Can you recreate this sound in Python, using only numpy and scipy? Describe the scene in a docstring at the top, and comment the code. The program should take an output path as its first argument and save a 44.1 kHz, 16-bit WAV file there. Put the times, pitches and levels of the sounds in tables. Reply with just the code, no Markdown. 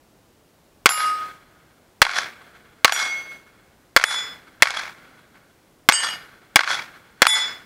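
"""Grass pistol range under open air, the microphone a step from the muzzle: a faint breeze, then eight shots.
Each blast is a shock, a noise crack, a boom and a low bass push, with a bounce off the ground. Field scatter
follows at once; on five shots a steel plate, a bank of paired decaying sines, rings out. Then noise slaps
return from the target stands, three short dry bursts land late after three shots, a swell from the earth bank
and a dull roll from the trees. The recorder ducks, recovers, overloads and turns down whatever falls quiet."""
import sys
import numpy as np
from scipy import signal
from scipy.fft import rfft, irfft
from scipy.io import wavfile

SR = 44100
rng = np.random.default_rng(int(sys.argv[2]) if len(sys.argv) > 2 else 0)


def waveform_to_disk(signal):
    """Save audio, clipped to [-1, 1], as 16-bit WAV at the path in sys.argv[1]."""
    frames = np.transpose(np.atleast_2d(signal))
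    scaled = np.clip(frames, -1, 1) * 32767
    samples = np.round(scaled).astype(np.int16)
    wavfile.write(sys.argv[1], SR, samples)


N = 337569

SPAN = 2 ** 16      # samples in one sound event
AGE = np.arange(SPAN) / SR      # s since the event began
HZ = np.fft.rfftfreq(SPAN, 1 / SR)


def from_db(db):
    """Amplitude factor of a level in dB."""
    return 10 ** (np.asarray(db) / 20)


def add(track, s, sound):
    """Mixes a sound into the track from time s on."""
    start = max(round(s * SR), 0)
    track[start:start + len(sound)] += sound[:N - start]


def dying(t60):
    """Envelope that loses 60 dB in t60 seconds."""
    return from_db(-60 * AGE / t60)


def delayed(envelope, s):
    """The same envelope, s seconds later."""
    return np.interp(AGE - s, AGE, envelope, left=0)


def lumps(spread_db, per_s):
    """Random gain that wanders between new values, per_s of them a second."""
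    values_db = spread_db * rng.standard_normal(2000)
    return from_db(np.interp(AGE * per_s, np.arange(2000), values_db))


def gains(spectrum, hz):
    """A spectrum read at the given frequencies, with unit power gain."""
    points, db = np.transpose(spectrum)
    gain = from_db(np.interp(np.log(hz + 1), np.log(points), db))
    return gain / np.sqrt(np.mean(gain ** 2))


# Resonances of the recorder's housing: [f/Hz, width/Hz, relative level/dB of power (half as many dB of gain)]
HOUSING_MODES = [(304, 13, -19.5), (806, 330, -11.5), (1109, 33, 2), (1485, 370, 3), (2180, 320, -2),
                 (3320, 29, -10), (3380, 140, -8), (4150, 270, 4.5), (4600, 320, -13.5), (4770, 25, -21)]


def colour(spectrum, housing_db):
    """Causal (minimum-phase) response of a spectrum, with the housing's resonances standing out of it."""
    bumps = sum(from_db(db / 2) / (1 + (2 * (HZ - hz) / width) ** 2) for hz, width, db in HOUSING_MODES)
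    gain = gains(spectrum, HZ) * from_db(housing_db * np.minimum(bumps, 1))
    # folding the cepstrum onto positive times makes the phase minimal
    cepstrum = irfft(np.log(gain / np.sqrt(np.mean(gain ** 2))))
    cepstrum[1:SPAN // 2] *= 2
    cepstrum[SPAN // 2 + 1:] = 0
    return np.exp(rfft(cepstrum))


def burst(envelope, response):
    """A crowd of tiny pressure fronts: noise under an envelope, coloured."""
    return irfft(rfft(envelope * rng.standard_normal(SPAN)) * response)


# Spectrum of the open air, before the treble lift: [f/Hz, relative level/dB per Hz]
AIR_SPECTRUM = [(15, -39), (25, 0.5), (102, -6), (248, -6.5), (277, -6.5), (353, -5.5), (415, -7.5),
                (589, -8.5), (674, -9), (793, -11), (2270, -21), (13900, -30.5), (15900, -32)]


def open_air(level_db=-55.5, lift_db=13, lift_hz=450):
    """A light breeze in the trees over a faint hiss: steady noise, lifted toward the treble."""
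    hz = np.fft.rfftfreq(N, 1 / SR)
    spectrum = gains(AIR_SPECTRUM, hz) * from_db(level_db + lift_db * hz / (hz + lift_hz))
    return irfft(rfft(rng.standard_normal(N)) * spectrum, N)


# Shots, each with its own bass and echo levels:
# [t/s, bass push level/dB, stand echoes level/dB, bank return level/dB]
SHOTS_FIRED = [(0.8583, -21.5, 1.5, -21.5), (2.0176, 5, 3.5, -16.5), (2.846, -21, 4.5, -16.5),
               (3.9637, 3, 0, -14.5), (4.6224, -23.5, 2, -22), (5.8882, -14, 0, -18.5),
               (6.5586, -18, 8.5, -14), (7.2194, -5, 6, -14)]
# Spectrum of the muzzle blast, also of plate splashes and stand echoes: [f/Hz, relative level/dB per Hz]
BLAST_SPECTRUM = [(88, -49.5), (150, -32), (661, -6), (1100, -1.5), (2130, -1), (2910, -4.5), (3400, -4),
                  (3750, -10.5), (4740, -7.5), (6480, -13), (14400, -29.5), (15900, -51)]


def blasts(blast_db=28.5, shock_db=7, ground_s=0.0076, ground_db=-8, body_db=-22, boom_hz=520, boom_db=8):
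    """The muzzle's crack and boom a step away, the crack's bounce off the ground, and a low bass push."""
    out, response = np.zeros(N), colour(BLAST_SPECTRUM, housing_db=6.0)
    # the shock front itself is one clean kick to the housing
    shock = from_db(shock_db) * irfft(response)
    # the ball of gas overshoots and falls back
    boom = from_db(boom_db) * np.sin(2 * np.pi * boom_hz * AGE) * dying(t60=0.034)
    crack = dying(t60=.018)
    bounce = from_db(ground_db) * delayed(crack, ground_s)
    body = from_db(body_db) * dying(t60=0.077)
    envelope = np.sqrt(crack ** 2 + bounce ** 2 + body ** 2)
    for s, push_db, *_ in SHOTS_FIRED:
        blast = from_db(blast_db) * (shock + burst(envelope, response))
        # low bass push under the shot, one-sided, as from lopsided overload
        bass_push = from_db(push_db) * dying(t60=0.18)
        add(out, s, blast + boom + bass_push)
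    return out


def travelled(sound, air_hz=4000, treble_t60=.6, treble_db=6):
    """The later an echo arrives, the more treble the air has taken: the treble starts raised, then dies."""
    dull = signal.sosfilt(signal.butter(1, air_hz, fs=SR, output="sos"), sound)
    return dull + (sound - dull) * from_db(treble_db) * dying(treble_t60)


# Spectrum of the field's scatter, also of the three late bursts: [f/Hz, relative level/dB per Hz]
FIELD_SPECTRUM = [(18, -63), (30, -21), (373, -27), (524, -17), (1210, -7), (1500, -2.5), (2000, -6),
                  (2220, -1.5), (2960, -19), (3380, -12.5), (5560, -15.5), (8920, -28), (10200, -27),
                  (15900, -52)]
# Spectrum of the earth bank's return: [f/Hz, relative level/dB per Hz]
BANK_SPECTRUM = [(88, -64.5), (150, -37.5), (1210, -9.5), (1470, -6.5), (2850, -21), (3400, -6),
                 (3680, -16.5), (5540, -14.5), (9020, -32.5), (10100, -26), (15900, -60)]
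# Spectrum of the tree line's roll, before the leaves dull it: [f/Hz, relative level/dB per Hz]
TREE_SPECTRUM = [(59, -36), (100, -10), (125, -11.5), (159, -9.5), (906, -13.5), (1460, -6), (3010, -14.5),
                 (3400, -12.5), (3760, -19), (12000, -35.5), (15600, -59), (22000, -120)]


def range_echoes(field_db=-9, bank_delay_s=0.15, bank_rise_s=0.028, bank_t60=0.22,
                 trees_db=-35, trees_rise_s=0.15, leaves_hz=8000):
    """Scatter from the field, a broad return from the earth bank, then a dull roll through the trees."""
    out = np.zeros(N)
    field = colour(FIELD_SPECTRUM, housing_db=-0.5)
    bank = colour(BANK_SPECTRUM, housing_db=4.5)
    trees = colour(TREE_SPECTRUM, housing_db=8.0)
    trees = trees / (1 + (HZ / leaves_hz) ** 4) ** .5      # the leaves swallow the top
    fade = np.minimum(2 * (1 - AGE / AGE[-1]), 1)      # to silence over the event's second half
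    roll = (1 - np.exp(-AGE / trees_rise_s)) * dying(t60=3.76) * fade
    after_bank = AGE - bank_delay_s      # s from the return's peak
    swell = np.minimum(np.exp(after_bank / bank_rise_s), from_db(-60 * after_bank / bank_t60))
    for s, *_, bank_db in SHOTS_FIRED:
        # reflections arrive in clumps
        field_lumps, bank_lumps, tree_lumps = lumps(4, per_s=300), lumps(4, per_s=220), lumps(2.5, per_s=70)
        add(out, s, travelled(from_db(field_db) * burst(dying(t60=0.56) * field_lumps, field)))
        add(out, s, from_db(bank_db) * burst(swell * bank_lumps, bank))
        add(out, s, from_db(trees_db) * burst(roll * tree_lumps, trees))
    return out


# Bullets on steel: [t/s, ring level/dB, splash level/dB, brightness/dB per octave, time for the ring's high
# modes to swell/s, time until the swinging plate settles/s, twin mode's strength (0-1), plate name]
STEEL_HITS = [(0.8909, 0, 7.5, 0.5, .003, 0.34, 0.2, "deep"),
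              (2.9225, 3, 6.5, -2.5, .002, 0.47, 0.45, "small"),
              (4.0394, -3, 11.5, 1, .06, 0.34, 0.17, "wide"),
              (5.9227, 1.5, 8.5, -1, .002, .8, 0.48, "middle"),
              (7.268, 8, 19, -1.5, .014, 0.14, 0.52, "wide")]
# Modes of each plate, by name: [f/Hz, level/dB before brightness and ring level, t60/s before sustain]
PLATE_MODES = {"deep": [(1252, -8, 1.17), (2838, -16, 0.53), (4087, -30, 0.58), (4681, -28, 0.57),
               (4864, -18, 0.45), (5321, -18, 0.46), (6529, -30, 0.39), (7176, -8, 0.26), (8101, -23, 0.5),
               (9812, -9, 0.23), (9958, -17, 0.28), (10441, -28, 0.25), (11207, -5, 0.29),
               (11691, -15, 0.28), (14460, -26, 0.27)], "middle": [(1798, -14, 0.45), (2881, -8, 0.41),
               (3114, -11, 0.36), (4717, -7, 0.32), (4901, -16, 0.45), (5350, -14, 0.32), (6577, -8, 0.31),
               (7232, -8, 0.24), (8196, -2, 0.25), (8675, -10, 0.27), (9819, -22, 0.32), (10991, -35, 0.41),
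               (11278, -34, 0.71), (11773, -38, 0.37)], "small": [(2175, -21, 1.3), (3301, -30, 0.82),
               (3433, -23, 0.42), (4626, -32, 0.86), (5737, -16, 0.35), (6113, -35, 1.3), (6975, -15, 0.29),
               (7775, -32, 0.49), (7946, -27, 0.33), (8340, -29, 0.38), (9052, -22, 0.31),
               (9577, -27, 0.29), (10417, -23, 0.22), (11347, -22, 0.23), (12960, -24, 0.2),
               (13830, -28, 0.25)], "wide": [(880, -19, 0.34), (1998, -16, 0.57), (2180, -19, 0.55),
               (3444, -4, 0.52), (3759, -20, 0.41), (4618, -34, 0.74), (5117, -18, 0.62), (5755, -26, 0.42),
               (6996, -11, 0.39), (7985, -21, 0.3), (8352, -12, 0.25), (9078, -13, 0.24), (10376, -7, 0.22),
               (10471, -20, 0.25), (11073, -16, 0.21), (11345, -23, 0.25), (12931, -26, 0.22),
               (14037, -29, 0.22)]}


def plates(settle_db=11, settle_s=0.053, pivot_hz=3000, twin_share=.0026, sustain=1.047, beam_hz=2400):
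    """A bullet splashes on the steel and the disc rings while it swings free; settling on its stand chokes it."""
    out, response = np.zeros(N), colour(BLAST_SPECTRUM, housing_db=-1.5)
    for s, ring_db, splash_db, tilt_db, swell_s, free_s, twin, plate in STEEL_HITS:
        ring = np.zeros(SPAN)
        for hz, db, t60 in PLATE_MODES[plate]:
            # modes come in close pairs that start opposed and beat
            phase = 2 * np.pi * (hz * AGE + rng.random())
            # the twin lies about this share of the pitch higher
            beat_hz = hz * twin_share * rng.uniform(.85, 1.15)
            beat = 2 * np.pi * beat_hz * AGE
            # each flutters at random, as if its reflections mingled
            pair = (np.sin(phase) - twin * np.sin(phase + beat)) * lumps(1.5, per_s=25)
            # knocked askew, the disc swings its face back toward the shooter; only the high modes are beamed
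            beamed = hz ** 4 / (hz ** 4 + beam_hz ** 4)
            facing = 1 - beamed * np.exp(-AGE / swell_s)
            mode_gain = from_db(db + tilt_db * np.log2(hz / pivot_hz))
            # the freely hung plate stretches every t60 by the sustain factor
            ring += mode_gain * dying(t60 * sustain) * facing * pair
        choke_db = settle_db * (1 - np.exp(-np.maximum(AGE - free_s, 0) / settle_s))
        splash = from_db(splash_db) * burst(dying(t60=0.017), response)
        add(out, s, from_db(ring_db - choke_db) * ring + splash)
    return out


# Target stands that throw the blast back: [delay t/s, level/dB before each shot's own echo level]
STAND_ROW = [(0.0331, 5), (0.0488, 1), (0.076, -8.5), (.085, -11), (.117, -11), (.146, -14)]


def stand_echoes(air_hz=5000):
    """Every shot comes back from the same row of stands as a run of short, slightly dulled slaps."""
    out = np.zeros(N)
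    response = colour(BLAST_SPECTRUM, housing_db=10) / (1 + 1j * HZ / air_hz)
    slap = dying(t60=.02)
    row = sum(from_db(db) * delayed(slap, s) for s, db in STAND_ROW)
    for s, _, stands_db, _ in SHOTS_FIRED:
        add(out, s, from_db(stands_db) * burst(row, response))
    return out


# Three short, dry late bursts: [t/s, level/dB]
LATE_BURSTS = [(2.1865, -3.5), (4.706, -0.5), (6.715, -8.5)]


def late_bursts():
    """After three of the shots, one short, dry noise burst arrives late."""
    out, response = np.zeros(N), colour(FIELD_SPECTRUM, housing_db=-2)
    for s, db in LATE_BURSTS:
        add(out, s, from_db(db) * burst(dying(t60=0.011), response))
    return out


def scene():
    """The open air, the shots, their echoes and the strikes on steel, at one microphone."""
    return (open_air() + blasts() + range_echoes() + plates() + stand_echoes() + late_bursts())[None]


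def smooth(x, s):
    """One-pole lag of s seconds."""
    r = np.exp(-1 / (s * SR))
    return signal.lfilter([1 - r], [1, -r], x)


def level_of(x, s):
    """Running level in dB, averaged over about s seconds."""
    return 10 * np.log10(smooth(x ** 2, s) + 1e-12)


def limiter(x, threshold_db=-8, deepest_db=22, release_db_per_s=105, attack_s=0.00093):
    """A loud sound pulls the gain down within milliseconds; it climbs back steadily, so a ring can swell."""
    over = np.clip(level_of(x, s=0.0016) - threshold_db, 0, deepest_db)
    climb = release_db_per_s * np.arange(N) / SR
    # a running maximum against the climb holds each peak, then releases it in a straight line
    reduction_db = np.maximum.accumulate(over + climb, axis=-1) - climb
    return x * from_db(-smooth(reduction_db, attack_s))


def suppressor(x, threshold_db=-30, depth_db=13, bass_hz=150):
    """Whatever sinks under the threshold is turned down further, a dB for each dB; the bass bypasses this."""
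    below = level_of(x, s=0.021) - threshold_db
    bass = smooth(x, 1 / (2 * np.pi * bass_hz))
    return bass + (x - bass) * from_db(np.clip(below, -depth_db, 0))


def record(dry, coupling_hz=75, cutoff_hz=15700):
    """The recorder: gain control, hard overload, a gentle bass cut and a steep cut at the top."""
    overloaded = np.clip(suppressor(limiter(dry)), -1, 1)
    coupled = overloaded - smooth(overloaded, 1 / (2 * np.pi * coupling_hz))
    return signal.sosfilt(signal.ellip(10, .1, 70, cutoff_hz, fs=SR, output="sos"), coupled)


dry = scene()
out = record(dry)
waveform_to_disk(out)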